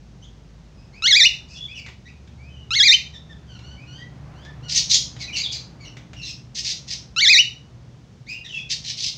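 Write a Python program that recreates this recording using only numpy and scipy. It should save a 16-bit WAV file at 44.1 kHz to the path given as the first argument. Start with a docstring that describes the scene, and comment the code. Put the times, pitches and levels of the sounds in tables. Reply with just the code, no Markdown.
"""A cockatiel close to the microphone in a small hard-walled room gives three loud warbling calls.
Between them come soft chirps, runs of hoarse chatter and clicks of beak and claws.
Calls and chirps are harmonics shaped by the throat; the chatter is mostly noise ringing in the beak.
Clicks are short noise bursts. Motors outside hum as drifting sines over rumble and faint air hiss."""
import sys
import numpy as np
from scipy import signal
from scipy.fft import rfft, irfft
from scipy.io import wavfile
from scipy.ndimage import uniform_filter1d, minimum_filter1d

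SR = 44100
rng = np.random.default_rng(int(sys.argv[2]) if len(sys.argv) > 2 else 0)


def digitize_waveform(pressure):
    """Quantize a signal to 16-bit integers and store it at the path in sys.argv[1].

    Rows of a 2-D input are taken as channels; values are limited to [-1, 1].
    """
    field = np.atleast_2d(pressure).T
    bounded = np.clip(field, -1, 1)
    quanta = np.round(bounded * 32767).astype(np.int16)
    wavfile.write(sys.argv[1], SR, quanta)


N = 404397
TOP_HZ = 15700  # upper limit of the recorder and of the voice harmonics

# colour of the bird's breath hiss: freq_hz, gain_db
HISS = [(700, -49), (1300, -33.5), (1850, -8), (2600, -9), (3400, -9), (4600, -6), (6300, -6),
        (7300, -17.5), (8500, -26), (10000, -39.5), (12000, -47), (15000, -30)]


def undb(db):
    """Decibels to amplitude gain."""
    return 10 ** (np.asarray(db) / 20)


def unit(x):
    """Scale to rms 1."""
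    return x / np.sqrt(np.mean(x ** 2) + 1e-18)


def gain_at(hz, spectrum):
    """Gain of a (freq_hz, gain_db) table, interpolated in dB over log frequency."""
    table_hz, table_db = np.transpose(spectrum)
    return undb(np.interp(np.log(hz + 1), np.log(table_hz), table_db))


def noise(spectrum, count):
    """White noise coloured by a spectrum table, rms 1."""
    freq_hz = np.fft.rfftfreq(count, 1 / SR)
    bins = rfft(rng.standard_normal(count)) * gain_at(freq_hz, spectrum)
    return unit(irfft(bins, count))


def wander(t, rate):
    """Random drift: straight lines between normal draws, rate draws per unit of t, rms about 1."""
    values = rng.standard_normal(8192)
    return 1.206 * np.interp((t - t[0]) * rate, np.arange(len(values)), values)


def span(start_s, end_s):
    """Sample times of one sound."""
    count = max(int((end_s - start_s) * SR), 64)
    return start_s + np.arange(count) / SR


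def fade(t, attack_s, release_s):
    """Linear fade in and out."""
    fade_in = np.clip((t - t[0]) / attack_s, 0, 1)
    fade_out = np.clip((t[-1] - t) / release_s, 0, 1)
    return fade_in * fade_out


def add(out, start_s, x):
    """Mix a sound in at its time."""
    i = max(int(start_s * SR), 0)
    out[i:i + len(x)] += x[:max(N - i, 0)]


def motor_hums(t, waver_share=0.00794, waver_db=2):
    """Each motor is a sine that swells, fades and glides, with small drifts of pitch and level."""
    # hums: swell_start_s, loudest_s, gone_s, first_hz, last_hz, peak_rms_db
    hum_list = [(-1, .2, 1.7, 58, 48, -46.5), (0.97, 2.4, 7.6, 72, 65, -47.5),
                (0.9, 4.5, 12.2, 120, 120, -48), (3.5, 4.6, 5.2, 140, 150, -45),
                (1.5, 3.8, 5.6, 140, 190, -55.5), (3.5, 5.6, 6.6, 300, 298, -59),
                (7, 14, 13, 140, 170, -49.5)]
    out = np.zeros(N)
    for start_s, peak_s, end_s, first_hz, last_hz, db in hum_list:
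        glide_hz = np.interp(t, [start_s, end_s], [first_hz, last_hz])
        hz = glide_hz * (1 + waver_share * wander(t, 8.0))
        swell = np.sqrt(np.interp(t, [start_s, peak_s, end_s], [0, 1, 0]))
        level = swell * undb(db + waver_db * wander(t, 4.3))
        out += np.sqrt(2) * level * np.sin(2 * np.pi * np.cumsum(hz) / SR)
    return out


def outside(air_db=-45.5, bass_db=-1.44, bass_swell_db=4,
            rush_db=-63.5, rush_swell_db=10.5, rush_drift_db=1.9):
    """Air noise with a rumbling bass, plus a rush; bass and rush swell once, slowly, under the hums."""
    # background air: freq_hz, gain_db
    air_spectrum = [(20, -23.5), (38, -13.5), (60, 3.5), (90, -1.5), (135, 4), (200, -3.5), (300, -12.5),
                    (600, -21.5), (1200, -31), (2800, -30.5), (6300, -32.5), (8500, -48), (12000, -60.5),
                    (16000, -58)]
    rush_spectrum = [(100, -23.5), (350, -3.5), (750, -4.0), (1100, -7.0),
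                     (2000, -13.5), (5000, -29), (12000, -47.5)]
    swell_at_s, swell_width_s = 5.07, 2.1
    t = np.arange(N) / SR
    surge = np.exp(-((t - swell_at_s) / swell_width_s) ** 2)

    air = noise(air_spectrum, N)
    bass = signal.sosfiltfilt(signal.butter(2, 350, fs=SR, output="sos"), air)
    swelling_bass = bass * undb(bass_db + bass_swell_db * surge)
    out = undb(air_db) * (air - bass + swelling_bass)

    rush = noise(rush_spectrum, N)
    out += rush * undb(rush_db + rush_swell_db * surge + rush_drift_db * wander(t, 3))
    return out + motor_hums(t)


def room(x, extra_db, tail_db=-8, t60_s=0.32, build_s=0.0052):
    """Direct sound, near reflections and a short dense tail; the response has unit energy."""
    # nearby surfaces: delay_s, level_db relative to the direct sound
    echo_list = [(.0023, -16.5), (.0052, -11.5), (.0091, -16)]
    tail_spectrum = [(200, -6), (2000, -1.0), (3000, 3.0), (6000, 0), (9000, 0.0), (15000, 4.5)]
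    t = span(0, 0.7)
    tail = noise(tail_spectrum, len(t)) * undb(-60 * t / t60_s)
    tail = tail * np.clip(t / build_s - 0.5, 0, 1)
    response = undb(tail_db + extra_db) * tail / np.sqrt(np.sum(tail ** 2))
    response[0] += 1
    for delay_s, db in echo_list:
        response[int(delay_s * SR)] += undb(db)
    return signal.fftconvolve(x, response / np.sqrt(np.sum(response ** 2)))[:N]


def clicks(t60_s=0.054, attack_s=0.0014):
    """Ticks of horn on horn and on the perch: coloured noise dying away exponentially."""
    # clicks: start_s, level_db
    click_list = [(1.862, -33.5), (1.885, -33.5), (2.274, -44.5), (3.59, -39.5), (4.449, -36.5),
                  (5.164, -36), (5.968, -33), (6.132, -34)]
    # ringing of a click: freq_hz, gain_db
    tick_spectrum = [(300, 0), (1200, -6), (2200, 1.5), (4500, -5.5), (7000, -12), (9500, -39.5),
                     (15000, -40)]
    out, t = np.zeros(N), span(0, 0.082)
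    for start_s, db in click_list:
        tick = noise(tick_spectrum, len(t)) * undb(db - 60 * t / t60_s)
        add(out, start_s, tick * fade(t, attack_s, 0.01))
    return out


def syrinx(t, hz, overtone_db, rough, jitter_share=0.087, jitter_rate_hz=900, shimmer_db=6):
    """A membrane's harmonics sweep through the fixed throat; roughness shakes pitch and strength."""
    # throat and beak passband: freq_hz, gain_db
    throat = [(1250, -11), (1750, -20), (2000, -11), (2350, -7.5), (3000, -2.5), (3500, -1), (4200, -6.5),
              (5000, -12), (6100, -13.5), (7200, -25.5), (8800, -46.5), (12000, -65), (14500, -46)]
    hz = hz * (1 + jitter_share * rough * wander(t, jitter_rate_hz))
    phase = 2 * np.pi * np.cumsum(hz) / SR
    k = np.arange(1, 11)[:, None]
    # a pressed voice (positive dB) lifts harmonics 2 and 3; a soft one loses all its overtones
    harmonic_db = np.where(k > 3, min(overtone_db, 0), overtone_db) * (k > 1)
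    gains = gain_at(k * hz, throat) * undb(harmonic_db) * (k * hz < TOP_HZ)
    # effort sets the level, the throat only shares it among the harmonics
    gains = gains / np.sqrt(np.sum(gains ** 2, axis=0) / 2 + 1e-18)
    voice = np.sum(gains * np.sin(k * phase), axis=0)
    return voice * undb(shimmer_db * rough * wander(t, 400))


def chirps(hiss_db=-6, attack_share=0.3, tremor_share=0.085, tremor_rate_hz=90):
    """Soft notes, each an unsteady glide bowed upward; short and pressed ones are rougher and hissier."""
    # chirps: start_s, length_s, first_hz, last_hz, level_db, overtone_db
    chirp_list = [ (0.213, 0.047, 2890, 3380, -50, 8.5), (0.748, 0.12, 2560, 2580, -60, 8),
                  (0.923, 0.084, 2044, 2616, -46, -5), (1.481, 0.11, 2265, 2837, -45.5, 6),
                  (1.544, 0.14, 3405, 3360, -34, -14.5), (1.676, 0.065, 2150, 2607, -40, -10),
                  (1.743, 0.06, 2854, 2420, -34, -2), (1.832, 0.054, 2380, 1850, -41.5, -22),
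                  (2.052, 0.03, 1823, 1924, -46, -13.5), (2.071, 0.035, 2260, 2570, -46, -10),
                  (2.368, 0.14, 2080, 2560, -51, -11), (2.48, 0.17, 3022, 2893, -51.5, -10),
                  (3.131, 0.039, 1864, 1740, -40.5, -5.5), (3.289, 0.045, 1854, 1740, -46, -19),
                  (3.468, 0.11, 1595, 1300, -48.5, -4.5), (3.597, 0.16, 1354, 1525, -47.5, -3.5),
                  (3.763, 0.086, 2130, 2540, -47.5, -12), (3.854, 0.17, 1382, 1603, -45, -1),
                  (3.975, 0.078, 1795, 1986, -42.5, -26), (4.325, 0.17, 1204, 1770, -53, -9),
                  (4.445, 0.055, 1667, 1767, -44.5, -33), (4.619, 0.097, 1342, 1460, -45, -1),
                  (5.196, 0.061, 2200, 1874, -34, 0.5), (5.274, 0.04, 2543, 2220, -32, -24),
                  (5.323, 0.0486, 2908, 2740, -27, 0.5), (5.354, 0.069, 2138, 2287, -23.5, 10.5),
                  (5.427, 0.045, 3770, 3310, -24.5, -17), (5.507, 0.067, 2376, 2233, -30, 17),
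                  (5.795, 0.068, 2364, 1876, -44, 0.5), (5.842, 0.043, 2950, 2775, -41.5, 5),
                  (6.153, 0.089, 2820, 2650, -39, -0.5), (6.213, 0.065, 2260, 1694, -35.5, 23.5),
                  (6.257, 0.053, 2756, 2597, -33, 14), (8.262, 0.04, 1696, 2410, -43, -8.5),
                  (8.28, 0.06, 2410, 2517, -29.5, -1.5), (8.334, 0.048, 2737, 2780, -34, -21),
                  (8.441, 0.032, 1924, 1817, -36.5, -5), (8.475, 0.058, 3270, 2760, -37.5, -9),
                  (8.526, 0.069, 2740, 2540, -28.5, -16), (8.517, 0.11, 3340, 3390, -37, -19)]
    bow_share = 0.2  # of the glide's range
    base_rough, typical_s, rough_doubling_db = 0.31, 0.06, 24.5
    out = np.zeros(N)
    for start_s, length_s, first_hz, last_hz, db, overtone_db in chirp_list:
        t = span(start_s, start_s + length_s)
        u = np.linspace(0, 1, len(t))
        shortness = np.sqrt(typical_s / length_s)
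        rough = min(base_rough * shortness * 2 ** (overtone_db / rough_doubling_db), 1)
        bow_hz = bow_share * abs(last_hz - first_hz) * np.sin(np.pi * u)
        glide_hz = first_hz + (last_hz - first_hz) * u + bow_hz
        pitch_hz = glide_hz * (1 + tremor_share * rough * wander(t, tremor_rate_hz))
        voice = syrinx(t, pitch_hz, overtone_db, rough)
        voice = voice + rough * undb(hiss_db) * noise(HISS, len(t))
        add(out, start_s, voice * undb(db) * fade(t, attack_share * length_s, 0.06 * length_s))
    return out


def rasps(start_db=-8, end_db=-10, beak_width_hz=3800, flutter_db=3, flutter_rate_hz=450,
          voiced_db=-5, lurch_share=0.14, level_db=1.5, uneven_db=0.6):
    """Hoarse squawks: membranes flap irregularly and chop the air, which rings in the open beak."""
    # squawks: start_s, length_s, relative_level_db, beak_resonance_hz, low_edge_hz
    rasp_list = [ (1.475, 0.13, -47.5, 5200, 4200), (4.68, 0.07, -22, 5020, 1590),
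                 (4.734, 0.079, -14, 5210, 1900), (4.891, 0.089, -11, 5210, 2320),
                 (5.185, 0.067, -32.5, 3980, 1900), (5.354, 0.043, -20, 4230, 2300),
                 (5.508, 0.06, -28, 4670, 2600), (6.237, 0.095, -35.5, 4930, 2300),
                 (6.544, 0.079, -25, 5270, 1500), (6.629, 0.11, -22.5, 4840, 1500),
                 (6.867, 0.1, -28, 4724, 1480), (8.469, 0.17, -50.5, 5600, 4500),
                 (8.689, 0.061, -20.5, 4530, 1580), (8.835, 0.098, -27, 4460, 1670),
                 (8.961, 0.15, -24.5, 4304, 2390)]
    peak_share = 0.89  # how far through a squawk the effort peaks
    out = np.zeros(N)
    for start_s, length_s, db, beak_hz, low_hz in rasp_list:
        peak_s, end_s = start_s + peak_share * length_s, start_s + length_s
        t = span(start_s, end_s)
        beak = signal.iirpeak(beak_hz, beak_hz / beak_width_hz, fs=SR)
        air = unit(signal.lfilter(*beak, noise(HISS, len(t))))

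        # a broken tone lurches inside the hiss, its second harmonic near the beak resonance
        tone_hz = beak_hz / 2 * (1 + lurch_share * wander(t, 130))
        tone = syrinx(t, tone_hz, overtone_db=29, rough=0.453)
        squawk = (air + undb(voiced_db) * tone) * undb(flutter_db * wander(t, flutter_rate_hz))

        # tongue and head sit differently each time: new spectral ridges and low edge
        freq_hz = np.fft.rfftfreq(len(t), 1 / SR)
        ridges = undb(uneven_db * wander(freq_hz / TOP_HZ, 52.6))
        edge = 1 / np.sqrt(1 + (low_hz / (freq_hz + 1)) ** 10)
        squawk = unit(irfft(rfft(squawk) * ridges * edge, len(t)))

        # effort arches over its peak
        before = np.interp(t, [start_s, peak_s], [1, 0])
        after = np.interp(t, [peak_s, end_s], [0, 1])
        effort_db = start_db * before ** 1.8 + end_db * after ** 3.1
        add(out, start_s, squawk * undb(db + level_db + effort_db) * fade(t, 0.017, 0.03))
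    return out


def calls(rough=0.042, hiss_db=-40, tremor_share=0.013, tremor_rate_hz=260,
          crest_db=-3, flutter_db=2.3, flutter_rate_hz=130):
    """Loud contact calls: from a shared opening pitch the voice climbs in swings to a high closing note."""
    # calls: start_s, length_s, opening_note_s, one_swing_s, climb_target_hz, closing_note_hz
    call_list = [(1.022, 0.254, 0.026, 0.0875, 1860, 2880), (2.706, 0.25, 0.0215, 0.085, 1850, 3060),
                 (7.162, 0.251, 0.0215, 0.0865, 1935, 3020)]
    opening_hz, climb_s, swing_share = 1260, 0.09, 0.41  # each swing lifts pitch by this share
    call_db, opening_db, swell_s = -8.5, -19, 0.042
    closing_rise_s, closing_hold_s, closing_db = 0.018, 0.014, 2.5
    out = np.zeros(N)
    for start_s, length_s, opening_s, swing_s, top_hz, closing_hz in call_list:
        t = span(0, length_s)
        climb_hz = top_hz + (opening_hz - top_hz) * np.exp(-t / climb_s)
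        swing = np.sin(np.pi * np.maximum(t - opening_s, 0) / swing_s) ** 2
        closing = np.clip(1 + (t - length_s + closing_hold_s) / closing_rise_s, 0, 1) ** 2
        warble_hz = (1 - closing) * climb_hz * (1 + swing_share) ** swing + closing * closing_hz
        # the muscles tremble a little
        pitch_hz = warble_hz * (1 + tremor_share * wander(t, tremor_rate_hz))
        voice = syrinx(t, pitch_hz, 0, rough) + undb(hiss_db) * noise(HISS, len(t))

        effort_db = call_db + opening_db * np.exp(-t / swell_s)
        effort_db = effort_db + crest_db * swing + closing_db * closing
        level = undb(effort_db + flutter_db * wander(t, flutter_rate_hz))
        add(out, start_s, voice * level * fade(t, 0.00096, 0.0054))
    return out


def scene():
    """The open beak beams the calls at the microphone; other bird sounds come more by way of the walls."""
    background = outside()
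    soft_sounds = room(chirps() + clicks(), extra_db=9.0)
    chatter = room(rasps(), extra_db=7.5)
    loud_calls = room(calls(), extra_db=-0.5)
    return (background + soft_sounds + chatter + loud_calls)[None]


def record(dry, ceiling=0.77):
    """A limiter snaps down on the loudest peaks, and the recorder cuts the top."""
    gain = np.minimum(1, ceiling / (np.abs(dry) + 1e-9))
    gain = minimum_filter1d(gain, size=300)
    gain = uniform_filter1d(uniform_filter1d(gain, size=14), size=10)
    lowpass = signal.ellip(8, 0.2, 70, TOP_HZ, fs=SR, output="sos")
    return signal.sosfilt(lowpass, dry * gain)


dry = scene()
out = record(dry)
digitize_waveform(out)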